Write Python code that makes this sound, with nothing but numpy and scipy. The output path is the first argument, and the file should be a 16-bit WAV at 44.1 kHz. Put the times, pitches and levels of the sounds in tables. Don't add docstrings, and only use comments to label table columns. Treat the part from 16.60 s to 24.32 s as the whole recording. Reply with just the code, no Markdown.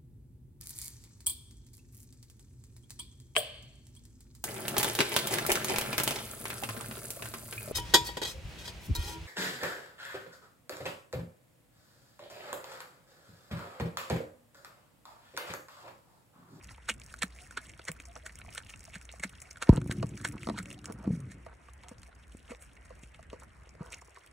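import sys
import numpy as np
from scipy import signal
from scipy.fft import rfft, irfft, next_fast_len
from scipy.io import wavfile
from scipy.ndimage import uniform_filter1d

SR = 44100
rng = np.random.default_rng(int(sys.argv[2]) if len(sys.argv) > 2 else 0)


def dump_mix(stems):
    frames = np.atleast_2d(stems).T
    limited = np.clip(frames, -1, 1)
    pcm = np.round(limited * 32767).astype(np.int16)
    wavfile.write(sys.argv[1], SR, pcm)


N = 340452

# frequency in Hz, relative density in dB.
AIR_SPECTRUM = [(12, -50), (20, -8), (68, -6), (399, -23.5), (690, -23.5), (810, -27.5), (930, -26),
                (2080, -24.5), (4180, -47), (4940, -47.5), (5680, -51), (8890, -40.5), (11100, -54.5),
                (13200, -69.5), (16000, -77.5)]
# frequency in Hz, coherence from 0 to 1.
AIR_COHERENCE = [(60, 1), (200, 0.61), (700, 0.19), (2400, 0.47), (4400, 0.17), (9000, 0.2)]
# time in seconds, level in dB.
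TRAFFIC = [(0, -55.5), (.75, -57), (2, -55), (2.9, -57), (7.3, -57), (7.6, -70.5), (7.72, -62.5)]
# start in seconds, length in seconds, pitch in Hz, level in dB.
HOOTS = [(.785, 0.08, 714, -59), (0.995, 0.057, 640, -64), (1.469, 0.057, 715, -54.5),
         (1.627, 0.057, 665, -54.5), (2.807, 0.089, 702, -63), (2.883, 0.11, 654, -68),
         (4.045, 0.092, 559, -56), (4.162, 0.038, 737, -56), (5.243, 0.061, 724, -59)]
# time in seconds, pitch in Hz, level in dB.
GROAN = [(4.512, 160, -45), (4.531, 169.4, -28.5), (4.559, 170.7, -39.5), (4.614, 130.7, -42.5),
         (4.674, 122, -39), (4.7, 114, -66)]
# time in seconds, level in dB.
SHAKING = [(3.08, -61), (3.12, -41), (3.25, -42.5), (3.5, -40.5), (3.85, -50), (3.95, -43), (4.2, -55.5),
           (4.45, -42), (4.6, -44.5), (4.79, -52.5), (4.9, -84)]
# peak in
# seconds, level in dB, pitch in Hz, length in ms.
KNOCKS = [(0.309, -42.5, 226, 17), (0.64, -33, 198, 13), (0.982, -50, 267, 12), (1.298, -35.5, 170, 16),
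          (1.402, -49, 289, 6.8), (2.363, -35.5, 186, 7.7), (2.603, -43.5, 180, 10),
          (2.652, -35, 200, 16.7), (3.13, -12, 183, 3.5), (3.157, -29, 148, 14),
          (3.181, -18.5, 156.4, 14.3), (3.221, -21, 159, 4.1), (3.262, -26, 154.6, 4.8),
          (3.297, -23.5, 132.8, 5.4), (3.384, -28.5, 140.7, 45), (3.444, -27.5, 129, 9.4),
          (3.524, -34, 144, 8.1), (3.753, -27.5, 187, 2.5), (3.874, -30, 227.4, 10),
          (3.89, -25, 231.5, 6.6), (3.903, -30, 227, 31), (3.997, -38.5, 193.6, 26), (4.3, -34, 221, 10.5),
          (4.477, -24.5, 203.5, 29.5), (4.507, -22.5, 152, 11), (5.316, -36.5, 246.7, 5.2),
          (5.75, -33.5, 233, 2.6), (5.909, -33.5, 250.4, 7.8), (6.435, -41, 143, 3.9),
          (6.732, -37.5, 283, 2.9), (7.21, -25.5, 175, 5.4)]
# frequency in Hz, bandwidth in Hz, relative gain in dB.
PLANK_MODES = [(101.6, 30, 4.5), (181, 104, 2), (238.6, 64, 1.5), (337, 120, -11.5)]
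FENCE_MODES = [(285, 0.7, -18), (297.7, 1.7, -14.5), (352.3, 8.5, -21)]
CAVITY_MODES = [(352, 200, -6), (482, 60, 5), (670, 75, 1), (950, 110, 2), (1170, 110, 1)]
BONE_MODES = [(1020, 1500, -9), (1454, 230, -1), (1806, 208, -5), (2158, 212, -1.5), (2524, 470, -3.5),
              (3000, 1110, -4.5), (4310, 1400, -9)]
SPLINTER_MODES = [(4990, 1400, 2.5), (6250, 2730, 2.5), (8020, 2080, 6), (10280, 6000, 4.5),
                  (11900, 7400, -0.5), (14560, 2900, -5)]
# start in seconds, end in seconds, level in dB.
DRAGS = [(3.043, 3.199, -49), (3.722, 3.787, -52), (4.256, 4.33, -50), (4.32, 4.51, -57.5),
         (4.862, 4.949, -56.5), (5.225, 5.322, -62), (5.881, 5.934, -57), (6.814, 6.845, -54),
         (7.16, 7.411, -57)]
# time in seconds, level in dB.
GRINDING = [(0, -59), (.36, -69.5), (.5, -59), (1.07, -68), (1.72, -64.5), (2.04, -58.5), (2.43, -64),
            (3.33, -67.5), (3.48, -60.5), (4.1, -65.5), (4.35, -68), (5.05, -77.5), (5.31, -68.5),
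            (5.72, -71), (6.03, -69), (6.78, -72.5), (6.9, -78), (7.25, -65), (7.72, -68)]
# peak in seconds, cavity level in dB, length in ms, favoured cavity frequency in Hz.
CLACKS = [(.1804, -51, 8, 710), (1.195, -46.5, 7.4, 393), (1.289, -40.5, 20, 484), (1.5619, -45.5, 20, 656),
          (1.848, -51.5, 8.2, 834), (1.8823, -45.5, 4.9, 704), (2.2788, -49, 9.8, 654),
          (2.538, -42, 4.1, 660), (3.0932, -22.5, 6.3, 910), (3.1295, -41, 62, 416),
          (3.1753, -28.5, 3.8, 404), (3.4285, -28, 8.8, 767), (3.8717, -27.5, 4.2, 416),
          (3.888, -31, 4.7, 397), (3.898, -28, 4.4, 720), (3.9424, -53, 39, 900), (4.2996, -48, 52, 455),
          (4.4436, -50.5, 78, 692), (4.474, -45, 15, 400), (4.8645, -39, 7, 605), (5.0854, -45, 4.2, 1150),
          (5.2367, -50, 5, 950), (5.3147, -49, 21, 470), (5.4841, -49.5, 3.3, 640), (5.9176, -35, 6.7, 485),
          (5.9328, -45.5, 9.6, 458), (6.306, -46, 19.5, 476), (6.5927, -45.5, 6.5, 680),
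          (6.7312, -43.5, 39, 478), (6.8225, -56, 17, 1200), (7.0711, -51, 4.9, 493),
          (7.1518, -49, 3.4, 514), (7.2178, -53, 96, 403), (7.4203, -48.5, 9.9, 920),
          (7.483, -50.5, 5.5, 958), (7.572, -48.5, 15, 930)]
# peak in seconds, treble level in dB, length in ms, favoured treble frequency in Hz.
CLICKS = [(0.044, -43.5, 1.7, 5460), (0.3397, -47, 5.1, 8400), (0.3986, -42.5, 1.4, 7580),
          (0.589, -45, 4.1, 7200), (0.816, -50, 3.7, 8300), (1.0676, -48, 3, 8560), (1.252, -45, 7.1, 7400),
          (1.3166, -27.5, 0.76, 8750), (1.454, -46, 5.5, 6560), (1.555, -41, 1.9, 6060),
          (1.7556, -38.5, 1.1, 6760), (1.7885, -39.5, 1.5, 9000), (1.9495, -39, 6.8, 9400),
          (2.16, -46, 2.2, 7000), (2.206, -44.5, 2.6, 6560), (2.2407, -46.5, 3.5, 9020),
          (2.252, -42.5, 2, 6040), (2.453, -44, 2.5, 7450), (2.525, -43.5, 2.5, 6360),
          (2.695, -48, 5.2, 8800), (2.818, -41, 6.8, 8100), (2.91, -39.5, 4.5, 5830), (3.136, -42, 2, 7950),
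          (3.151, -50, 1.8, 8700), (3.275, -46, 4.9, 9200), (3.324, -34, 1.9, 7500),
          (3.467, -51, 6.4, 8390), (3.491, -51.5, 14, 8000), (3.575, -43, 4.6, 5900),
          (3.671, -41, 2.2, 8380), (3.676, -36, 3.3, 8800), (3.686, -38, 4.1, 9370), (3.725, -45, 3, 8500),
          (4.0282, -40.5, 2.3, 8500), (4.128, -40.5, 2.4, 7600), (4.257, -34, 3, 6520),
          (4.3232, -40.5, 3.8, 9300), (4.6034, -48.5, 3.3, 8400), (5.135, -48.5, 2.2, 8100),
          (5.2915, -47, 4.4, 6900), (5.3827, -54, 4, 5650), (5.77, -51.5, 4.7, 8400),
          (6.024, -52, 37, 8700), (6.256, -56.5, 2.1, 6500), (6.8, -54, 12, 8060),
          (6.834, -51.5, 2.6, 8600), (7.092, -50, 3, 6100), (7.304, -53, 4.5, 6500),
          (7.3438, -41, 5.4, 6200), (7.384, -51.5, 3, 7900), (7.415, -51, 6.5, 6760),
          (7.6625, -48, 1.7, 9830)]
# peak in seconds,
# body level in dB, treble relative to it in dB, length in ms, favoured body frequency in Hz.
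CRACKS_AND_TICKS = [(0.091, -47.5, -26, 8.8, 1770), (0.2896, -28, -8, 12.2, 1590),
                    (0.2956, -23.5, -6, 4.4, 2470), (0.3021, -36.5, -1.5, 22, 2600),
                    (0.4162, -42, -8, 1.7, 2320), (0.54, -32.5, -9.5, 1.8, 1390),
                    (0.622, -25, -7, 8.6, 1940), (0.6307, -23.5, -3, 3.5, 1510),
                    (0.787, -46.5, -13, 4.1, 2400), (0.909, -41.5, -5.5, 3.5, 1540),
                    (0.9739, -28.5, -12.5, 10, 1470), (1.095, -51.5, -2.5, 29, 2320),
                    (1.1364, -45, -14, 1.8, 2510), (1.1933, -43, -19, 5.1, 1290),
                    (1.284, -32.5, -8, 16, 1800), (1.4002, -39, -5.5, 3, 2370),
                    (1.5634, -44, -9, 5.1, 1420), (1.664, -39.5, -3, 14, 1720),
                    (1.694, -43, -25, 3.2, 2220), (1.815, -41.5, -26, 3.4, 2550),
                    (1.979, -34.5, -5.5, 12, 1640), (2.094, -48, -3, 4.4, 2500),
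                    (2.3425, -48.5, -6.5, 38, 2550), (2.3554, -41.5, -6, 15, 1750),
                    (2.4135, -48, 0, 3, 2430), (2.4907, -39.5, -34, 2.9, 2660),
                    (2.5973, -42.5, -1, 5.1, 2220), (2.637, -29, -7.5, 14.6, 1980),
                    (2.9583, -46.5, -23, 5.5, 1450), (2.971, -43.5, -8, 5.4, 1440),
                    (3.0248, -29.5, -7.5, 14.3, 1290), (3.0711, -43, -22, 6.2, 1980),
                    (3.0917, -28.5, -24, 0.89, 4150), (3.161, -37.5, 5.5, 0.85, 1080),
                    (3.1693, -41, -24, 4.7, 3150), (3.2152, -40.5, -8, 3.3, 1390),
                    (3.3127, -32.5, -7, 12.6, 1600), (3.613, -47, 1.5, 4.4, 1340),
                    (3.65, -26.5, -8.5, 12, 1700), (3.779, -44.5, -33, 5.2, 2300),
                    (3.8316, -37, -7, 2.9, 2300), (3.871, -37, -21, 1.5, 4200),
                    (3.888, -40, -18, 1.8, 4200), (3.897, -37, -21, 2.2, 4300),
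                    (3.9808, -38.5, -11, 29, 1360), (3.9877, -36.5, -4, 8.8, 2040),
                    (4.057, -39.5, -5.5, 2, 2500), (4.103, -42.5, 1, 2.7, 2600),
                    (4.1125, -43, -10, 5.1, 2660), (4.2433, -43, -4, 4.7, 1390),
                    (4.7179, -52.5, -2.5, 33, 1910), (5.2355, -51, -7, 6.5, 2110),
                    (5.2845, -46, 5, 1.5, 3200), (5.432, -50, -1.5, 5.4, 3740),
                    (5.9081, -50.5, -5.5, 42, 2260), (5.948, -42.5, -15, 1.5, 2020),
                    (6.435, -56.5, 0, 29, 2530), (6.5456, -51.5, -10, 12, 2450),
                    (6.628, -51.5, -3.5, 4.4, 1770), (6.7012, -50.5, -10, 7.6, 2780),
                    (7.324, -46.5, 3.5, 11, 2360), (7.3299, -37.5, -14, 3.3, 2450),
                    (7.338, -40.5, -13, 5.7, 2520), (7.562, -51.5, -12, 11.5, 1660)]
# frequency in Hz, lead of the left in radians.
PORT_PHASE = [(0, 0), (690, -1.3), (1380, -0.0), (4130, -0.3), (4910, -2.7), (5510, -6.1), (5770, -6.2),
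              (7490, -6.7), (12800, -9.3), (16200, -9.6)]
# frequency in Hz, left minus right in dB.
PORT_BALANCE = [(60, -4), (180, 5.5), (550, -0.5), (1650, -3), (4970, 1.5), (15000, -1)]

BLOW_S = 3.0863
EVENT_SAMPLES = 4000


def amp(db):
    return 10 ** (np.asarray(db) / 20)


def unit_rms(x):
    return x / np.sqrt(np.mean(x ** 2) + 1e-20)


def spectrum_at(points, hz):
    table_hz, value = np.transpose(points)
    return np.interp(np.log(hz + 1), np.log(table_hz + 1), value)


def curve(rows):
    return np.interp(np.arange(N) / SR, *np.transpose(rows))


def wander(noise, size):
    return unit_rms(uniform_filter1d(uniform_filter1d(noise, size), size))


def add(mix, start_s, sound):
    part = mix[round(start_s * SR):][:len(sound)]
    part += sound[:len(part)]


def swell(length_s, rise_share, exponent=1):
    t = np.arange(EVENT_SAMPLES) / SR - .03
    time_constant = np.where(t < 0, rise_share, 1 - rise_share) * length_s
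    return t, np.exp(-(abs(t) / time_constant) ** exponent)


def ring(x, modes):
    out, drives = 0, np.broadcast_to(x, (len(modes), x.shape[-1]))
    for k, ((hz, width, db), drive) in enumerate(zip(modes, drives)):
        out = out + (-1) ** k * amp(db) * signal.lfilter(*signal.iirpeak(hz, hz / width, SR), drive)
    return unit_rms(out)


def favour(modes, hz, octaves, floor):
    mode_hz = np.transpose(modes)[0][:, None]
    return floor + np.exp(-(np.log2(mode_hz / hz) / octaves) ** 2)


def air(level_db=-57.5, patch_db=2.2):
    frames, hz = N // 256 + 5, np.fft.rfftfreq(1024, 1 / SR)
    left_re, left_im, own_re, own_im, patches = rng.standard_normal((frames, 513, 5)).T
    patches = unit_rms(uniform_filter1d(uniform_filter1d(patches, 12, axis=0), 10, axis=1))
    coherence = spectrum_at(AIR_COHERENCE, hz)[:, None]
    left = left_re + 1j * left_im
    right = coherence * left + np.sqrt(1 - coherence ** 2) * (own_re + 1j * own_im)
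    traffic_db = curve(TRAFFIC)[np.minimum(np.arange(frames) * 256, N - 1)]
    wash_db = (hz[:, None] < 330) * (traffic_db - traffic_db.mean())
    gain = amp(spectrum_at(AIR_SPECTRUM, hz)[:, None] + patch_db * patches + wash_db)
    _, hiss = signal.istft(np.array([left, right]) * gain, nperseg=1024, noverlap=768)
    return amp(level_db) * unit_rms(hiss[:, :N])


def traffic():
    bass = ring(rng.standard_normal(N), [(63.6, 35, 0)])
    return amp(curve(TRAFFIC)) * ring(bass, [(59.0, 12, 0)])


def hoots(waver=0.043):
    out = np.zeros(N)
    for (start, length, hz, db), noise in zip(HOOTS, rng.standard_normal((len(HOOTS), 8000))):
        drift = unit_rms(uniform_filter1d(noise, 900))[:round(length * SR)]
        phase = 2 * np.pi * np.cumsum(hz * (1 + waver * drift)) / SR
        add(out, start, amp(db) * signal.windows.hann(len(drift)) ** .5 * np.sin(phase))
    return out


def plank_groan(lumps_db=3, upper_db=-10):
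    times, hz, db = np.transpose(GROAN)
    t, out = np.arange(times[0], times[-1], 1 / SR), np.zeros(N)
    envelope = amp(np.interp(t, times, db) + lumps_db * wander(rng.standard_normal(len(t)), 300))
    phase = 2 * np.pi * np.cumsum(np.interp(t, times, hz)) / SR
    add(out, times[0], envelope * (np.sin(phase) + amp(upper_db) * np.sin(1.45 * phase)))
    return out


def shaking(bumps_per_s=300, fence_db=-45, fence_t60_s=4.3):
    bumps = uniform_filter1d(rng.standard_normal(N) * (rng.random(N) < bumps_per_s / SR), 40)
    t = np.arange(N) / SR
    active = (t > SHAKING[0][0]) & (t < SHAKING[-1][0])
    rattle = amp(curve(SHAKING)) * ring(bumps, PLANK_MODES)
    hum = amp(fence_db - 60 * (t - BLOW_S) / fence_t60_s) * ring(bumps, FENCE_MODES)
    return active * (rattle + hum)


def blow(gain_db=9.6, t60_s=0.061, arrival_s=0.0074, lowest_hz=8, dispersion_s=.0195):
    t, out = np.arange(1, 8000) / SR, np.zeros(N)
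    envelope = np.exp(-(arrival_s / t) ** 4) * amp(gain_db - 60 * t / t60_s)
    add(out, BLOW_S, envelope * np.cos(2 * np.pi * (lowest_hz * t - dispersion_s / t)))
    return out


def knocks(upper_db=-6.5, scuff_db=2.0):
    out, scuffs = np.zeros(N), rng.standard_normal((len(KNOCKS), EVENT_SAMPLES))
    for (peak_s, db, hz, ms), start_cycle, scuff in zip(KNOCKS, rng.random(len(KNOCKS)), scuffs):
        t, envelope = swell(ms / 1000, rise_share=0.23)
        pitch = hz * (1 - .1 * np.tanh(t * 1000 / ms))
        phase = 2 * np.pi * (np.cumsum(pitch) / SR + start_cycle)
        swing = envelope * np.sin(phase) + amp(upper_db) * envelope ** 2 * np.sin(1.4 * phase)
        add(out, peak_s + t[0], amp(db + scuff_db * wander(scuff, 70)) * swing)
    return out


def drags(slips_per_s=500, spread_db=3.5):
    slips = amp(spread_db * rng.standard_normal(N)) * rng.choice([-1., 1.], N)
    slips *= rng.random(N) < slips_per_s / SR
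    strokes = np.zeros(N)
    for start, end, db in DRAGS:
        add(strokes, start, amp(db) * signal.windows.tukey(round((end - start) * SR), .6))
    return strokes * ring(slips, CAVITY_MODES + BONE_MODES[1:2])


def grinding(ticks_per_s=45, spread_db=(3.5, 3.0), decay_s=(.0006, .0012), lick_db=-5.0, swell_db=6):
    sizes = amp(np.array(spread_db)[:, None] * np.minimum(rng.exponential(1, (2, N)), 3.))
    impulses = sizes * (rng.random((2, N)) < ticks_per_s / SR)
    lick = amp(lick_db + swell_db * unit_rms(uniform_filter1d(rng.standard_normal(N), 2500)))
    poles = np.exp(-1 / (np.array(decay_s) * SR))
    envelopes = (signal.lfilter([1], [1, -2 * p, p ** 2], row) for p, row in zip(poles, impulses))
    treble, body = ((unit_rms(envelope) + lick) * rng.standard_normal(N) for envelope in envelopes)
    mouth_hz = np.repeat(2100 * 2 ** (.5 * rng.standard_normal(N // 800 + 1)), 800)[:N]
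    smacks = ring(body * favour(BONE_MODES, mouth_hz, octaves=.3, floor=.3), BONE_MODES)
    return amp(curve(GRINDING)) * (ring(treble, SPLINTER_MODES) + amp(0.5) * smacks)


def burst(levels_db, favoured_hz, ms, rise_share, lumps_db=4.5, crumbs_db=-25.5, snap=0.56):
    t, core = swell(0.72 * ms / 1000, rise_share, exponent=0.99)
    _, crumbs = swell(1.71 * ms / 1000, 0.89 * rise_share)
    envelope = core + amp(crumbs_db) * crumbs
    noise, lumps = rng.standard_normal((2, 3, EVENT_SAMPLES))
    breaks = envelope * noise * amp(lumps_db * unit_rms(uniform_filter1d(lumps, 25)))
    breaks[:, np.argmax(core)] += snap * np.linalg.norm(breaks, axis=1)
    thud = uniform_filter1d(breaks[0] * np.sqrt(core), 12)
    cavity_hz, body_hz, treble_hz = favoured_hz
    cavity = ring(thud * favour(CAVITY_MODES, cavity_hz, octaves=.25, floor=.35), CAVITY_MODES)
    body = ring(breaks[1] * favour(BONE_MODES, body_hz, octaves=.3, floor=.4), BONE_MODES)
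    treble = ring(breaks[2] * favour(SPLINTER_MODES, treble_hz, octaves=.44, floor=.4), SPLINTER_MODES)
    return t, amp(levels_db) @ np.array([cavity, body, treble]) * np.sqrt(np.mean(envelope ** 2))


def gnawing(cavity_hz=540, treble_hz=7350):
    def rise(ms):
        return np.clip(0.033 * ms, 0.029, 0.44)

    cracks_and_ticks = [(peak_s, burst([db - 14, db, db + treble_db], (cavity_hz, hz, treble_hz),
                                       ms, rise(ms)))
                        for peak_s, db, treble_db, ms, hz in CRACKS_AND_TICKS]
    clicks = [(peak_s, burst([db - 15.5, db - 9.5, db], (cavity_hz, 2280, hz), ms, rise(ms)))
              for peak_s, db, ms, hz in CLICKS]
    clacks = [(peak_s, burst([db, db - 13, db - 27.5], (hz, 1072, treble_hz), ms, rise_share=0.32))
              for peak_s, db, ms, hz in CLACKS]
    out = np.zeros(N)
    for peak_s, (t, sound) in cracks_and_ticks + clicks + clacks:
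        add(out, peak_s + t[0], sound)
    return out


def pen_reflections(x, t60_s=0.075, first_s=0.0017):
    t = np.arange(5000) / SR
    taps = rng.choice([-1., 1.], (2, len(t))) * (rng.random((2, len(t))) < .06)
    taps *= (t > first_s) * amp(-60 * t / t60_s)
    return signal.fftconvolve(x[None], taps / np.linalg.norm(taps[0]), axes=1)[:, :N]


def ports(x):
    size = next_fast_len(N + 4096)
    hz = np.fft.rfftfreq(size, 1 / SR)
    half_offset = amp(spectrum_at(PORT_BALANCE, hz) / 2) * np.exp(.5j * spectrum_at(PORT_PHASE, hz))
    return irfft(rfft(x, size) * np.array([half_offset, 1 / half_offset]), size)[:, :N]


def scene():
    direct = gnawing() + grinding() + drags() + hoots()
    floor = knocks() + blow() + shaking() + plank_groan()
    lean_left = amp([[.2], [-.2]])
    return ports(direct) + amp(-12.0) * pen_reflections(direct) + lean_left * floor + traffic() + air()


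def record(dry, low_hz=42, high_hz=15900):
    bass_cut = signal.sosfilt(signal.butter(3, low_hz, "high", fs=SR, output="sos"), dry)
    low_pass = signal.firwin(511, high_hz, window=("kaiser", 9), fs=SR)
    return signal.oaconvolve(bass_cut, low_pass[None], "same")


dry = scene()
out = record(dry)
dump_mix(out)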